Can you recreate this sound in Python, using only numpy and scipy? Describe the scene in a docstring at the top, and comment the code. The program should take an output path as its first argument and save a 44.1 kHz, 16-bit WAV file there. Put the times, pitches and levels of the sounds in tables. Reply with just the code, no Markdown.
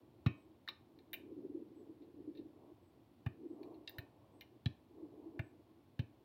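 """Volleyball beside an open garage

A ball is bumped off the forearms, caught and bumped again: each bump sums a slap (a noise burst coloured by the
microphone's housing), a thump (a sine sinking in pitch) and a ring (decaying air modes). Palms, brushes and
taps reuse the slap. Walls and garage answer by convolution with decaying noise. A breeze buffets the microphone
port with coloured noise and short tones, a bird whistles thin gliding sines, and the neighbourhood hums as
steady noise."""
import sys
import numpy as np
from scipy import signal
from scipy.io import wavfile

SR = 44100
rng = np.random.default_rng(int(sys.argv[2]) if len(sys.argv) > 2 else 0)


def transcribe(u):
    """Save the signal u as a 16-bit wav file named by the first command-line argument.

    u: samples, shape (n,) or (channels, n), limited to [-1, 1]; the rate is SR.
    q: integer samples, one column per channel.
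    """
    v = np.clip(np.atleast_2d(u).T, -1, 1)
    q = np.round(v * 32767).astype(np.int16)
    wavfile.write(sys.argv[1], SR, q)


N = 275184
TIME = np.arange(N) / SR

# All table levels are relative; the functions apply further gains.
# Turbulent gusts: crest t/s, buffeting level/dB, rush level/dB, rise width/s, fall width/s
GUSTS = [(.38, -65, -75.5, 0.14, 0.07), (1.0, -64.5, -87, 0.18, 0.083), (1.53, -50.5, -92, 0.2, 0.14),
         (1.88, -55.5, -78, 0.09, 0.17), (2.349, -52, -92, 0.23, 0.092), (2.659, -62.5, -70.5, 0.15, 0.052),
         (3.5, -50.5, -79, 0.1, 0.066), (3.65, -51.5, -60.5, 0.078, 0.12), (3.99, -60, -65, 0.078, 0.068),
         (4.25, -73, -69.5, 0.14, 0.11), (5.03, -53.5, -67.5, 0.072, 0.038), (5.25, -56, -68, 0.12, 0.18)]
# Strongest eddies at the port: crest t/s, level/dB, half length/s
STRONG_EDDIES = [(.509, -55, 0.012), (1.327, -44, .003), (1.502, -39, 0.0037), (1.553, -37, 0.004),
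                 (2.721, -50, 0.00482), (3.467, -43.5, 0.00453), (3.616, -41, .003), (3.763, -51, 0.00625),
                 (5.031, -41.5, .007), (5.271, -45, 0.0098)]
# Spectral density of the buffeting: f/Hz, level/dB per Hz
BUFFET_SPECTRUM = [(60, -51), (120, -24.5), (200, -15.5), (270, -5), (325, 4), (400, -5), (500, -15),
                   (700, -52), (1200, -70.5)]
# Spectral density of the rush of air: f/Hz, level/dB per Hz
RUSH_SPECTRUM = [(350, -16), (520, 7.5), (680, 8.5), (900, 0.5), (1100, 1.5), (1350, -45), (2500, -37)]
# Spectral density of distant traffic and hum: f/Hz, level/dB per Hz
FAR_SPECTRUM = [(25, -52), (50, -40), (64, 0.5), (80, -1.5), (110, 5), (160, -6.5), (230, -0.5), (300, -3),
                (420, -12.5), (700, -13), (1050, -17.5), (1400, -26), (3700, -27.5), (6700, -41),
                (15500, -36)]
# Forearm bumps: t/s, slap level/dB, hollow level/dB, body level/dB, crack level/dB, sizzle level/dB,
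# air pocket f/Hz, decay/s, thump level/dB, ring level/dB
BUMPS = [(0.2605, -38, 5.5, -1, -2.5, -15, 1380, 0.0061, -20.5, -50),
         (3.2609, -45, 12, 2.5, -10.5, -11, 1870, 0.00515, -29, -71),
         (3.9828, -46, 7.5, -1, 2, 7, 1730, .0048, -40.5, -66),
         (4.6579, -36, -0.5, -1.5, 2.5, -24, 3470, .0031, -25.5, -68),
         (5.392, -38.5, 9, 0.5, -15, -15, 1740, 0.0033, -32, -70),
         (5.9909, -41.5, -1, -3.5, -3, -14, 2990, 0.0045, -27.5, -67)]
# Resonances of the microphone's housing, which colour every slap: f/Hz, width/Hz, level/dB
HOUSING_PEAKS = [(352, 220, -4), (740, 142, 0.5), (1203, 134, -11.5), (1782, 316, 2), (2296, 240, 2.5),
                 (2762, 260, 1.5), (3816, 310, 3.5), (4060, 390, -3), (5500, 500, -17.5), (6200, 7100, -41),
                 (12550, 2900, -32), (14300, 2620, -12)]
# Modes of the air in the ball: f/Hz, level/dB, 60 dB decay time/s
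BALL_MODES = [(653, 25, 0.14), (1066, 0.5, 0.65), (1820, 0, 0.23), (1745, -18.5, 0.1), (2280, -5, 0.31),
              (2523, 2, 0.27), (2990, -8.5, 0.17), (3080, -10, 0.37), (3850, -19, 0.58), (4170, -8, 0.1)]
# Resonances of the tail (low boom, microphone port, garage): f/Hz, width/Hz, level/dB
TAIL_PEAKS = [(104, 36, 6), (323, 203, 19), (2350, 160, -2.5)]
# Reverberation of the garage: f/Hz, 60 dB decay time/s
GARAGE_T60 = [(100, 0.15), (1000, 0.29), (2500, 0.3), (4000, 0.25), (8000, 0.48), (15000, 0.086)]
# Bird calls: middle t/s, top f/Hz, level/dB
BIRD_CALLS = [(.407, 8160, -88), (1.79, 7960, -87), (2.86, 8100, -91), (3.52, 8100, -91),
              (4.363, 8230, -87.5), (5.46, 8100, -86.5)]
# Palms on each other and on the ball: t/s, level/dB, hollow level/dB, body level/dB, crack level/dB,
# sizzle level/dB, air pocket f/Hz
PALM_CONTACTS = [(0.676, -46, -20, -6, -1.5, -16, 1620), (0.6856, -43.5, -6, 5.5, 6, -4.5, 1230),
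                 (1.1309, -42.5, -14, -9, 0, 11.5, 1970), (1.1396, -48.5, -13, 12.5, -14, 15.5, 2300),
                 (3.8747, -47.5, -15, 4.5, 12, -17, 4660), (3.8943, -56.5, 3, -3, -4, 14, 1980),
                 (4.4087, -54.5, -18, 4, 7, 6, 2390), (4.4177, -59.5, -11, 9, -12, 1, 2620)]
# Light brushes of fingers and sleeves, and light taps: t/s, level/dB, decay/s
BRUSHES = [(.988, -68, .002), (2.015, -86.5, .022), (2.349, -76.5, 0.0087), (2.3683, -73.5, 0.015),
           (3.63, -67, 0.00432), (3.7405, -78.5, 0.0069)]
# Colour of every brush and tap: hollow level/dB, body level/dB, crack level/dB, sizzle level/dB, air pocket
# f/Hz
BRUSH_COLOUR = (-22, 3.5, 5, 0, 4092)

CALM_BUFFET_DB, CALM_RUSH_DB = -70.5, -77  # the air between gusts
PORT_HZ = 319.7  # centre about which each eddy is detuned
# lesser eddies: mean rate, half length, crest over the buffeting strength
EDDIES_PER_S, EDDY_HALF_S, EDDY_DB = 9, 0.003965, 6
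FAR_DB = -68.5
SQUASH_LAG_S, SWELL_S = 0.0033, 0.0048  # delay of thump and ring after the slap; time scale of the swell
FIRM_DB, FIRM_HZ, STIFFEN_HZ_PER_DB = -26, 197, 5  # a harder bump starts its swing at a higher pitch
SHELL_DB = -15  # shell wobble against the thump
RING_HZ = 2450  # pitch around which a touch favours the air modes
CATCH_S, CATCH_RING_DB = 1.138, -61.5
CALL_S = 0.087
PALM_DECAY_S = 0.002854
CUTOFF_HZ = 15900


def from_db(db):
    """Level definition: amplitude is ten to the power of level over twenty."""
    return 10 ** (np.asarray(db) / 20)


def rms_one(x):
    """Normalization by the root mean square."""
    return x / np.sqrt(np.mean(x ** 2) + 1e-20)


def at_hz(points, hz):
    """Linear interpolation of a table on a logarithmic frequency axis."""
    table = np.array(points)
    return np.interp(np.log(hz), np.log(table[:, 0]), table[:, 1])


def add(out, s, sound):
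    """Superposition: a sound is mixed in at time s."""
    start = round(s * SR)
    out[start:start + len(sound)] += sound[:N - start]


def bandpass(x, edges, order):
    """Band-pass filtering by a Butterworth network."""
    sos = signal.butter(order, edges, "band", fs=SR, output="sos")
    return signal.sosfilt(sos, x + 1e-18)


def bands(white):
    """Third-octave analysis: yields each centre frequency and its band of noise."""
    edges = 28 * 2 ** (np.arange(29) / 3)
    for k, (low, high) in enumerate(zip(edges, edges[1:])):
        # neighbouring bands come from two unrelated noises
        yield np.sqrt(low * high), bandpass(white[k % 2], [low, high], 3)


def coloured(spectrum):
    """Spectral shaping: weighted noise bands sum to steady noise of rms 1."""
    white = rng.standard_normal((2, N))
    return rms_one(sum(from_db(at_hz(spectrum, hz)) * band for hz, band in bands(white)))


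def drift(rate_hz):
    """Low-pass filtered noise: a smooth random fluctuation of rms 1."""
    sos = signal.butter(2, rate_hz, fs=SR, output="sos")
    return rms_one(signal.sosfilt(sos, rng.standard_normal(N + SR))[SR:])


def bell(t, width):
    """Gaussian envelope: a smooth swell of height 1 around t = 0."""
    return np.exp(-0.5 * np.minimum((t / width) ** 2, 100))


def gusts():
    """Root-sum-square addition: gusts swell out of the calm in buffeting and in rush."""
    buffet, rush = from_db(CALM_BUFFET_DB), from_db(CALM_RUSH_DB)
    for s, buffet_db, rush_db, rise, fall in GUSTS:
        swell = bell(TIME - s, np.where(TIME < s, rise, fall))
        buffet = np.hypot(buffet, from_db(buffet_db) * swell)
        rush = np.hypot(rush, from_db(rush_db) * swell)
    return buffet, rush


def eddy(half_s, detune=0.057):
    """Cavity excitation: one eddy sounds the port for a few cycles, cresting four half lengths in."""
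    t = TIME[:int(8 * half_s * SR)]
    hz = PORT_HZ * (1 + detune * rng.uniform(-0.67, 1))
    tone = np.sin(2 * np.pi * (hz * t + rng.random()))
    return bell(t - 4 * half_s, half_s) * tone


def breeze(buffet_db=-2, rush_db=-3.0, lumpy_db=3.0, rush_lumpy_db=1.5):
    """Turbulent flow over a port: modulated noise and hollow tones; lesser eddies grow with the gust."""
    buffet, rush = gusts()
    lumps = drift(10)
    out = buffet * from_db(buffet_db + lumpy_db * lumps) * coloured(BUFFET_SPECTRUM)
    out += rush * from_db(rush_db + rush_lumpy_db * lumps) * coloured(RUSH_SPECTRUM)
    births = np.flatnonzero(rng.random(N) < EDDIES_PER_S / SR)
    lesser = [(i / SR, 20 * np.log10(buffet[i]) + EDDY_DB, EDDY_HALF_S) for i in births]
    for s, db, half_s in STRONG_EDDIES + lesser:
        add(out, max(s - 4 * half_s, 0), from_db(db) * eddy(half_s))
    return out


def distant_hum():
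    """Stationary noise: far traffic and hum at a constant level."""
    return from_db(FAR_DB) * coloured(FAR_SPECTRUM)


def slap(db, hollow_db, body_db, crack_db, sizzle_db, pocket_hz, decay, rise_share=0.18, edge_db=2,
         pocket_db=5, snap=0.57, ground_s=0.0033, ground_db=-6, pocket_width_hz=480):
    """Impulsive excitation: squeezed air spurts, with a snap at its crest, and the housing colours it."""
    t = TIME[:SR // 8]
    envelope = np.exp(-t / decay) * (1 - np.exp(-t / (rise_share * decay)))
    burst = rng.choice([-1, 1], len(t)) * envelope
    burst[np.argmax(np.abs(burst))] += snap * np.linalg.norm(burst)
    # the concrete throws a duller copy back a moment later
    dull = signal.lfilter([0.5], [1, -0.5], burst)
    burst = burst + from_db(ground_db) * np.interp(t - ground_s, t, dull, left=0)
    # cupped contact sounds hollow, flat contact cracks and sizzles: f/Hz, level/dB
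    contact = [(330, hollow_db / 2), (720, hollow_db), (1220, hollow_db), (1770, 0),
               (2330, body_db), (2750, body_db), (3750, crack_db), (4170, crack_db),
               (5400, crack_db + edge_db), (7000, crack_db + edge_db), (12000, sizzle_db)]
    peaks = [(hz, width, peak_db + at_hz(contact, hz)) for hz, width, peak_db in HOUSING_PEAKS]
    # air trapped under the skin adds a resonance of its own
    peaks.append((pocket_hz, pocket_width_hz, pocket_db))
    out = 0
    for hz, width, peak_db in peaks:
        edges = np.clip([hz - width / 2, hz + width / 2], 20, SR / 2 - 100)
        out = out + from_db(db + peak_db) * bandpass(burst, edges, 2)
    return out


def forearms(level_db=9.5):
    """Impact on soft tissue: the ball slaps the skin of the arms."""
    out = np.zeros(N)
    for s, *contact, _thump_db, _ring_db in BUMPS:
        add(out, s, slap(*contact))
    return from_db(level_db) * out


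def thumps(rest_hz=104, settle=0.0036, shell_hz=228, shell_decay=0.012):
    """Elastic rebound: the flattened ball swings back, sinking in pitch, while its shell wobbles faster."""
    out, t = np.zeros(N), TIME[:SR // 8]
    swell = np.sqrt(t / SWELL_S) * np.exp((1 - (t / SWELL_S) ** 1.87) / 4.56)
    shell = from_db(SHELL_DB) * np.exp(-t / shell_decay) * np.sin(2 * np.pi * shell_hz * t)
    for s, *_, thump_db, _ring_db in BUMPS:
        start_hz = FIRM_HZ + STIFFEN_HZ_PER_DB * (thump_db - FIRM_DB)
        hz = rest_hz + (start_hz - rest_hz) * np.exp(-t / settle)
        swing = swell * np.sin(2 * np.pi * np.cumsum(hz) / SR)
        add(out, s + SQUASH_LAG_S, from_db(thump_db) * (swing + shell))
    return out


def ball_ring(centre_hz, spread_db=13, waver=0.94, waver_hz=70):
    """Modal decay: contact favours air modes near one pitch; their phases waver."""
    t = TIME[:SR // 2]
    hz, db, t60 = np.array(BALL_MODES).T[:, :, None]
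    # spread_db is lost per octave from the centre; waver is the rms phase in radians
    level_db = db - spread_db * np.abs(np.log2(hz / centre_hz)) - 60 * t / t60
    sos = signal.butter(2, waver_hz, fs=SR, output="sos")
    wobble = rms_one(signal.sosfilt(sos, rng.standard_normal(level_db.shape)))
    modes = from_db(level_db) * np.sin(2 * np.pi * hz * t + waver * wobble)
    return np.sum(modes, axis=0)


def rings():
    """Free vibration of enclosed air: each bump, and the catch, leaves the ball ringing."""
    out = np.zeros(N)
    for s, *_, ring_db in BUMPS:
        add(out, s + SQUASH_LAG_S, from_db(ring_db) * ball_ring(RING_HZ))
    add(out, CATCH_S, from_db(CATCH_RING_DB) * ball_ring(RING_HZ))
    return out


def garage(x, tail_db=-14, early_db=-10, early_decay=0.0084):
    """Reflection and reverberation: ground and house wall reply quickly, the open garage adds a faint tail."""
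    t = TIME[:SR // 2]
    # each band of the tail dies at its own rate
    white = rng.standard_normal((2, len(t)))
    tail = sum(band * from_db(-60 * t / at_hz(GARAGE_T60, hz)) for hz, band in bands(white))
    tail = tail * (1 - np.exp(-t / 0.0038))  # gradual build-up
    tail = tail / np.linalg.norm(tail)
    # low boom, microphone port and garage resonate in the tail
    resonant = 0
    for hz, width, db in TAIL_PEAKS:
        resonant = resonant + from_db(db) * signal.lfilter(*signal.iirpeak(hz, hz / width, fs=SR), tail)
    tail = tail + resonant / 2
    early = rng.standard_normal(len(t)) * np.exp(-t / early_decay) * (t > 0.003)
    early = signal.sosfilt(signal.butter(2, 300, "high", fs=SR, output="sos"), early)
    early = early / np.linalg.norm(early)
    response = from_db(tail_db) * tail + from_db(early_db) * early
    return signal.fftconvolve(x, response)[:N]


def bird(arch_hz=330, droop_hz=650, echo_db=-6):
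    """Frequency modulation and scattering: thin arched whistles droop at the end, smeared by the trees."""
    out, t = np.zeros(N), TIME[:SR // 4]
    u = np.linspace(-1, 1, int(CALL_S * SR))  # position within the call
    for s, top_hz, db in BIRD_CALLS:
        hz = top_hz - arch_hz * u ** 2 - droop_hz * np.maximum(u, 0) ** 4
        hz = hz + 45 * drift(200)[:len(u)]
        whistle = np.sqrt(1 - u ** 2) * np.sin(2 * np.pi * np.cumsum(hz) / SR)
        add(out, s - CALL_S / 2, from_db(db) * whistle)
    trees = rng.standard_normal(len(t)) * np.exp(-t / 0.046)
    trees = trees / np.linalg.norm(trees)
    return out + from_db(echo_db) * signal.fftconvolve(out, trees)[:N]


def hands(level_db=12.0):
    """Contact impulses: palms meet briefly, each with its own colour; brushes and taps are soft slaps of one
    colour."""
    out = np.zeros(N)
    for s, *contact in PALM_CONTACTS:
        add(out, s, slap(*contact, PALM_DECAY_S))
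    for s, db, decay in BRUSHES:
        add(out, s, slap(db, *BRUSH_COLOUR, decay))
    return from_db(level_db) * out


def scene():
    """Linear superposition: direct and reflected sound over the distant hum and the breeze."""
    arms, palms, thump = forearms(), hands(), thumps()
    direct = arms + palms + thump + rings() + bird()
    reflected = garage(from_db(-3.0) * arms + from_db(0.5) * palms + from_db(-4) * thump)
    return (direct + reflected + distant_hum() + breeze())[None]


def record(dry, bass_cut_hz=38):
    """Band limiting: the deepest bass and the top are cut."""
    thinned = signal.sosfilt(signal.butter(2, bass_cut_hz, "high", fs=SR, output="sos"), dry)
    return signal.sosfilt(signal.ellip(10, 0.3, 70, CUTOFF_HZ, fs=SR, output="sos"), thinned)


dry = scene()
out = record(dry)
transcribe(out)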